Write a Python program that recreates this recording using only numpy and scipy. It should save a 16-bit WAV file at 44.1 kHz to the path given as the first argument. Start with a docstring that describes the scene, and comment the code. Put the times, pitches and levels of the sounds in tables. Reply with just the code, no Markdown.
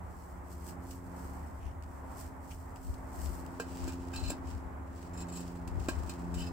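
"""Stacking a cement block in long grass

Someone in a stiff protective suit swishes through grass, grips a hollow cement block and stands it on
another. The blocks knock, grind and ring briefly as they are shuffled into place; nearby trees echo.
A distant engine drones over the rumble of far traffic; light wind buffets the left microphone port."""
import sys
import numpy as np
from scipy import signal
from scipy.fft import rfft, irfft, next_fast_len
from scipy.io import wavfile
from scipy.ndimage import map_coordinates

SR = 44100
rng = np.random.default_rng(int(sys.argv[2]) if len(sys.argv) > 2 else 0)


def transcribe(signal):
    """Save signal, clipped to [-1, 1], as a 16-bit WAV file at the path in sys.argv[1]."""
    frames = np.atleast_2d(signal).T
    limited = np.clip(frames, -1, 1)
    pcm = np.round(limited * 32767).astype(np.int16)
    wavfile.write(sys.argv[1], SR, pcm)


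N = 287532
TIME_S = np.arange(N) / SR
AFTER_S = TIME_S[:SR // 4]  # time since a contact


def amp(db):
    """Decibels to gain."""
    return 10 ** (np.asarray(db) / 20)


def unit(x):
    """Scale to rms 1."""
    return x / np.sqrt(np.mean(x ** 2) + 1e-20)


def along(points, hz):
    """Interpolate (Hz, value) points on a log frequency axis."""
    point_hz, values = np.transpose(points)
    return np.interp(np.log(hz + 1), np.log(point_hz + 1), values)


def wobble(knots_per_s):
    """A smooth random curve."""
    return map_coordinates(rng.standard_normal(4096), [TIME_S * knots_per_s + 2], mode="wrap")


def swells(rows):
    """Joint gain of swells that climb 20 dB in rise_s and drop 20 dB in fall_s; powers add."""
    gains = [amp(db - 20 * np.maximum((peak_s - TIME_S) / rise_s, (TIME_S - peak_s) / fall_s))
             for peak_s, db, rise_s, fall_s in rows]
    return np.sqrt(sum(gain ** 2 for gain in gains))


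def filtered(x, response):
    """Filter x by a gain given as a function of Hz."""
    size = x.shape[-1]
    padded = next_fast_len(size + 8192)
    return irfft(rfft(x, padded) * response(np.fft.rfftfreq(padded, 1 / SR)), padded)[..., :size]


def add(track, start_s, sound):
    """Mix a sound into a stereo track."""
    part = track[:, round(start_s * SR):][:, :sound.shape[-1]]
    part += sound[:, :part.shape[-1]]


# Likeness of the two ports. Each row: frequency in Hz, left-right correlation.
PORT_CORRELATION = [(60, 0.85), (130, 1), (290, 0.13), (640, 0.22), (1410, 0), (3100, 0.25), (6820, 0.055),
                    (9000, 1), (15000, .8)]

def spread(pair, spectrum):
    """Two unrelated signals become one coloured stereo sound of rms 1."""
    def response(hz):
        angle = np.arccos(np.clip(along(PORT_CORRELATION, hz), -1, 1)) / 2
        return amp(along(spectrum, hz)) * np.array([np.cos(angle), np.sin(angle)])
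    mid, side = filtered(pair, response)
    return unit(np.array([mid + side, mid - side]))


def noise(spectrum, size=N):
    """Coloured stereo noise of rms 1."""
    return spread(rng.standard_normal((2, size)), spectrum)


def grains(per_s, size=N):
    """Two rows of tiny fractures of uneven size at shared random moments."""
    hit = rng.random(size) < per_s / SR
    strength = amp(3 * np.clip(rng.standard_normal(size), -2, 2))
    return unit(hit * strength * rng.standard_normal((2, size)))


# Background spectra. Each row: frequency in Hz, relative density in dB.
TYRE_SPECTRUM = [(90, -19), (130, 2.5), (200, 3.5), (320, 1), (450, -3.5), (900, 2), (1300, -5.5),
                 (2000, -13.5), (2800, -28), (4200, -39), (8000, -68)]
RUMBLE_SPECTRUM = [(18, -35), (32, -11), (45, -3.5), (60, -3.5), (73, 0), (86, -1.5), (100, -5.5),
                   (130, -16.5), (200, -30), (400, -58.5)]
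HISS_SPECTRUM = [(1000, -17), (3500, -18.5), (6000, 1), (7700, 8), (9000, -2), (16000, 0)]

def far_traffic(approach_db_per_s=0.43, hum_hz=73.03):
    """Tyre noise draws slowly nearer over a rumble, a wavering hum and a faint hiss."""
    tyres = amp(-51 + approach_db_per_s * TIME_S + 1.6 * wobble(7)) * noise(TYRE_SPECTRUM)
    rumble = amp(-49 + 1.55 * wobble(7.4)) * noise(RUMBLE_SPECTRUM)
    hum = amp(-48.5 + 2 * wobble(5)) * np.sin(2 * np.pi * hum_hz * TIME_S + 0.5 * wobble(5))
    hiss = amp(-75) * noise(HISS_SPECTRUM)
    return tyres + rumble + hum + hiss


# The engine's main lines. Each row: time in seconds, 2nd harmonic in dB, 3rd harmonic in dB.
ENGINE_LEVELS = [(0.2, -56, -65), (.85, -53.5, -46.5), (1.5, -58.5, -55.5), (2.8, -59, -54),
                 (3.4, -50.5, -49), (4.0, -50.5, -41.5), (4.7, -55, -51.5), (5.4, -45, -46.5),
                 (5.85, -48, -50), (6.4, -45.5, -45)]
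# Its other lines; uneven cylinders put some between the harmonics.
# Each row: frequency in quarters of the firing rate, relative level in dB.
ENGINE_LINES = [(4, 0), (9, -15), (13, -11), (15, -14), (16, -4), (17, -11), (19, -19), (20, -11),
                (24, -17), (28, -13)]

def engine(start_hz=88.9, sag_hz_per_s=0.32):
    """A far engine sinks slowly in pitch; each harmonic fades on its own way through the air."""
    times_s, *levels_db = np.transpose(ENGINE_LEVELS)
    second_db, third_db = [np.interp(TIME_S, times_s, db) for db in levels_db]
    firing_hz = (start_hz - sag_hz_per_s * TIME_S) * (1 + 0.002025 * wobble(5))
    phase = 2 * np.pi * np.cumsum(firing_hz) / SR
    drone = amp(second_db + 2.4 * wobble(5.5)) * np.sin(2 * phase)
    drone += amp(third_db + 0.66 * wobble(3.4)) * np.sin(3 * phase)
    base_db = (second_db + third_db) / 2 - 3
    for quarters, db in ENGINE_LINES:
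        gain = amp(base_db + db + 1.8 * wobble(4))
        drone += gain * np.sin(quarters / 4 * phase + 0.61 * wobble(6.5))
    return drone


# Puffs at the left port. Each row: peak in seconds, level in dB, rise and fall time in seconds.
PUFFS = [(1.67, -37, 0.066), (2.9, -29.5, .07), (3.28, -34, .19), (3.85, -34.5, 0.13), (4.26, -27.5, 0.083),
         (4.55, -40.5, 0.19), (5.78, -26.5, 0.13), (5.99, -31.5, .12), (6.39, -35, 0.21)]
# Eddies at a port. Each row: frequency in Hz, relative density in dB.
EDDY_SPECTRUM = [(15, -9), (30, -26), (45, 3.5), (70, 7.5), (100, -4), (160, -17.5), (400, -20.5),
                 (1200, -95)]

def wind(breeze_db=-56, shelter_db=-10.5):
    """Puffs on a light breeze buffet the left port; the right one is sheltered."""
    strength = amp(breeze_db) + swells([(peak_s, db, ramp_s, ramp_s) for peak_s, db, ramp_s in PUFFS])
    eddies = unit(filtered(rng.standard_normal((2, N)), lambda hz: amp(along(EDDY_SPECTRUM, hz))))
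    return strength * eddies * amp([[0], [shelter_db]])


# Steps and reaches. Each row: peak in seconds, level in dB, rise in seconds, fall in seconds.
SUIT_MOVES = [(.22, -65, 0.32, .35), (.52, -60.5, 0.1, 0.2), (.69, -53.5, 0.11, 0.063),
              (.915, -55, 0.12, 0.12), (1.24, -60.5, 0.31, 0.53), (1.92, -70, 0.14, .3),
              (2.21, -54, 0.17, 0.12), (2.52, -61, 0.19, 0.28), (2.89, -60, 0.25, 0.21),
              (3.23, -53.3, 0.21, .36)]
# Stiff cloth. Each row: frequency in Hz, relative density in dB.
SUIT_SPECTRUM = [(1760, -10), (3000, -6), (3810, -11.5), (4200, -4), (5220, -1.5), (6860, -2), (7890, 4.5),
                 (9400, -6.5), (10900, -8), (11700, -10.5), (14400, -2), (15200, -3), (16000, -14)]

def suit_swish():
    """The stiff suit brushes through the grass at each step or reach."""
    folds = unit(grains(per_s=6000) + 0.3 * grains(per_s=120))
    return swells(SUIT_MOVES) * amp(1.2 * wobble(42)) * spread(folds, SUIT_SPECTRUM)


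# Breaking stalks. Each row: start in seconds, level in dB, t60 in seconds.
STALK_SNAPS = [(.6125, -55, .02), (0.6888, -52, .04), (0.91, -47, .04), (1.8243, -46, .01),
               (1.836, -48, 0.01), (1.8415, -47, .0084), (2.2617, -52, .026), (2.759, -53, 0.058),
               (2.8669, -52, .015), (2.9404, -48, .027), (3.257, -46.5, 0.047), (3.4632, -47.5, .021),
               (5.479, -47, 0.013), (5.675, -48, 0.072), (5.7962, -46.5, 0.041)]
# Crushed grass. Each row: frequency in Hz, relative density in dB.
GRASS_SPECTRUM = [(1200, -29), (2600, 1.5), (3600, -6), (5000, -0.5), (6300, -3.5), (7800, 1.5), (9000, -9),
                  (10200, -13), (11600, -17), (14500, -12), (16000, -4.5)]

def stalk_snaps(attack_s=0.00067):
    """Single stalks snap, each in a short burst of splinters."""
    out = np.zeros((2, N))
    attack = 1 - np.exp(-AFTER_S / attack_s)
    for start_s, db, t60_s in STALK_SNAPS:
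        splinters = spread(grains(per_s=4000, size=len(AFTER_S)), GRASS_SPECTRUM)
        add(out, start_s, amp(db - 60 * AFTER_S / t60_s) * attack * splinters)
    return out


# The gloves take hold. Each row: peak in seconds, half length in seconds, level in dB.
GLOVE_GRIPS = [(1.657, 0.057, -63), (2.223, 0.033, -72), (2.518, 0.011, -54)]
# Leather on cement. Each row: frequency in Hz, relative density in dB.
GLOVE_SPECTRUM = [(1500, -9), (2400, -2), (3100, -4), (3800, -15), (6000, -8.5), (12000, -24)]

def gloves():
    """Leather slips softly on the rough cement as the grip tightens."""
    grip = sum(amp(db) * np.exp(-((TIME_S - peak_s) / half_s) ** 2)
               for peak_s, half_s, db in GLOVE_GRIPS)
    return grip * spread(grains(per_s=3000), GLOVE_SPECTRUM)


# Shifts of the load. Each row: peak in seconds, level in dB, rise in seconds, fall in seconds.
LOAD_SHIFTS = [(3.8, -54, 0.37, 0.56), (4.2, -56.5, .12, 0.26), (4.49, -56.5, 0.076, 0.19),
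               (5.015, -60, 0.19, 0.13), (5.47, -60, 0.63, 0.33), (5.84, -56.5, 0.15, 1),
               (6.38, -54.5, 0.044, .2)]

def grass_crackle():
    """Grass and sand are crushed each time the load shifts."""
    blades = unit(grains(per_s=6000) + 0.42 * grains(per_s=90))
    return swells(LOAD_SHIFTS) * amp(1.9 * wobble(97)) * spread(blades, GRASS_SPECTRUM)


# Modes of the hollow block. Each row: frequency in Hz, relative level in dB, t60 in seconds.
BLOCK_MODES = [(680, -5, .03), (1064, -7, .05), (1370, 0, .035), (1592, 0, .11), (1725, -8, .055),
               (2410, -5, .11), (2543, -4, .08), (2645, -3, .09), (2735, -9, .05), (3030, -5, .08),
               (3727, -8, .07), (4152, -5, .07), (4620, -10, .06), (4840, -13, .06), (5070, -7, .045),
               (5255, -9, .05), (5545, -10, .04), (6440, -8, .045), (7005, -9, .05), (7288, -5, .05),
               (7428, -4, .045), (7650, -3, .03), (7980, -5, .03), (9800, -13, .04), (10300, -16, .03),
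               (11800, -17, .025), (14900, -11, .02)]

def block_ring(gain_db):
    """The block's modes after one contact; each reaches the two ports with its own phase."""
    hz, db, t60_s = np.transpose(BLOCK_MODES)[:, :, None]
    lag_draw, phase_draw, scatter_db = rng.standard_normal((3, len(BLOCK_MODES), 1))
    lag_rad = np.array([-1, 1])[:, None, None] * (0.41 + 0.58 * lag_draw)
    swing = np.sin(2 * np.pi * hz * AFTER_S + np.pi * phase_draw + lag_rad)
    return np.sum(amp(db + gain_db(hz) + scatter_db - 60 * AFTER_S / t60_s) * swing, axis=1)


# Block meets block; flat faces sound dull, corners bright.
# Each row: start in seconds, ring gain in dB, tilt in dB per octave, crack level in dB.
BLOCK_KNOCKS = [(3.5979, -44.5, -8.5, -42.5), (3.602, -66, 11, -54), (3.694, -75, 11, -67),
                (3.878, -53, -4, -45.5), (4.1353, -49.5, -1, -51), (4.3024, -45, 4, -41),
                (4.315, -55.5, -8, -51), (5.2033, -59, 4, -49), (5.371, -60, 10, -47), (5.404, -61, 8, -49),
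                (5.8847, -41, -3, -39.5), (5.8881, -43, -8.5, -46), (6.094, -47.5, 4, -45),
                (6.341, -56, 0, -46)]
# Breaking sand grains. Each row: frequency in Hz, relative density in dB.
SAND_SPECTRUM = [(1200, -32), (2600, -4), (3500, -4), (4400, 0), (5100, 2.5), (6300, -3), (7700, 8),
                 (9000, -8.5), (10200, -10), (11600, -14), (15000, -8), (16000, -5)]

def knocks(attack_s=0.00091, crack_t60_s=0.1):
    """Each blow rings the block and crushes a little cement."""
    out = np.zeros((2, N))
    attack = 1 - np.exp(-AFTER_S / attack_s)  # rough faces take a moment to meet fully
    for start_s, ring_db, tilt_db_per_octave, crack_db in BLOCK_KNOCKS:
        ring = amp(ring_db) * block_ring(lambda hz: tilt_db_per_octave * np.log2(hz / 3000))
        crack = amp(crack_db - 60 * AFTER_S / crack_t60_s) * noise(SAND_SPECTRUM, size=len(AFTER_S))
        add(out, start_s, (ring + crack) * attack)
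    return out


# Drops onto the stack. Each row: start in seconds, level in dB, frequency in Hz, t60 in seconds.
STACK_THUDS = [(3.598, -34.5, 469, 0.088), (3.602, -37, 385, .043), (3.878, -30, 317, .03),
               (4.303, -27, 610, 0.015), (4.316, -36, 302, 0.086), (5.8856, -19.5, 319, 0.026),
               (5.8881, -25.5, 667, 0.031)]

def thuds():
    """The stack takes the block's weight with a low, quickly damped note."""
    out = np.zeros((2, N))
    for start_s, db, hz, t60_s in STACK_THUDS:
        add(out, start_s, amp(db - 60 * AFTER_S / t60_s) * np.sin(2 * np.pi * hz * AFTER_S)[None])
    return out


# Shoves of the block. Each row: start in seconds, length in seconds, first and last force in dB,
# favoured frequency in Hz, its boost in dB.
BLOCK_SLIDES = [(3.883, 0.058, -48, -65, 2366, 16), (4.128, .025, -44.5, -47, 2585, 2),
                (4.155, 0.083, -44, -53, 4200, 11), (4.231, 0.063, -46, -45, 4200, 12),
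                (4.296, .023, -31, -52, 7650, 27), (5.131, 0.092, -57.5, -45, 7500, 8.5),
                (5.282, 0.021, -45, -54, 7600, 11), (5.317, 0.08, -46.5, -50, 7650, 14),
                (6.347, 0.07, -56, -43, 3030, 12), (6.415, 0.061, -51, -50.5, 5050, 7)]

def slides(attack_s=0.0055, release_s=0.005, damping_t60_s=0.35):
    """Sand grains catch and break between the faces; the place of contact favours some modes."""
    out = np.zeros((2, N))
    damping = amp(-60 * AFTER_S / damping_t60_s)  # pressed faces shorten the ring
    for start_s, length_s, first_db, last_db, favoured_hz, boost_db in BLOCK_SLIDES:
        def mode_gain_db(hz):
            favoured_db = boost_db * np.exp(-(np.log(hz / favoured_hz) / 0.089) ** 2)
            low_cut_db = 10 * np.log10(1 + (2200 / hz) ** 6)  # small grains barely shake low modes
            return favoured_db - low_cut_db
        stroke = np.clip(AFTER_S / attack_s, 0, 1) * np.clip((length_s - AFTER_S) / release_s + 1, 0, 1)
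        pressure = amp(np.interp(AFTER_S, [0, length_s], [first_db, last_db]))
        for corner in range(2):  # two corners bear the load
            judder = amp(3.8 * wobble(130)[:len(AFTER_S)])
            force = grains(per_s=4000, size=len(AFTER_S)) * judder * stroke * pressure
            body = block_ring(mode_gain_db) * damping
            grind = signal.fftconvolve(force[:1], body / np.linalg.norm(body[0]), axes=1)
            grit = force.std() * spread(force, SAND_SPECTRUM)
            add(out, start_s, amp(-8) * grind)
            add(out, start_s, amp(-13) * grit)
    return out


# Echo decay among the trees. Each row: frequency in Hz, t60 in seconds.
ECHO_DECAY = [(200, 0.083), (1500, 0.13), (5000, 0.14), (14000, 0.036)]

def tree_echo(x):
    """Trunks and ground scatter a short, thin echo."""
    hz, time_s, bands = signal.stft(rng.standard_normal((2, SR // 2)), SR, nperseg=256)
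    decay = amp(-60 * time_s / along(ECHO_DECAY, hz)[:, None])
    tail = signal.istft(bands * decay, SR, nperseg=256)[1]
    delayed = np.pad(tail, ((0, 0), (SR // 200, 0)))  # 5 ms
    return signal.fftconvolve(x, delayed / np.linalg.norm(tail[0]), axes=1)[:, :N]


def scene():
    """The work at the blocks, its echo and the surroundings."""
    work = knocks() + thuds() + slides() + gloves() + suit_swish() + grass_crackle() + stalk_snaps()
    return work + amp(-9.5) * tree_echo(work) + engine() + far_traffic() + wind()


# Port imbalance. Each row: frequency in Hz, left minus right in dB.
PORT_BALANCE = [(60, 0.4), (200, -2), (1000, -1), (4400, -1), (8000, -1), (9400, 9), (11000, 7),
                (12200, 7.5), (15000, 3)]
TOP_HZ = 15800

def record(dry):
    """The two microphone ports differ in colour and pass nothing above the band limit."""
    share = np.array([[0.5], [-0.5]])
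    return filtered(dry, lambda hz: amp(share * along(PORT_BALANCE, hz)) * (hz < TOP_HZ))


dry = scene()
out = record(dry)
transcribe(out)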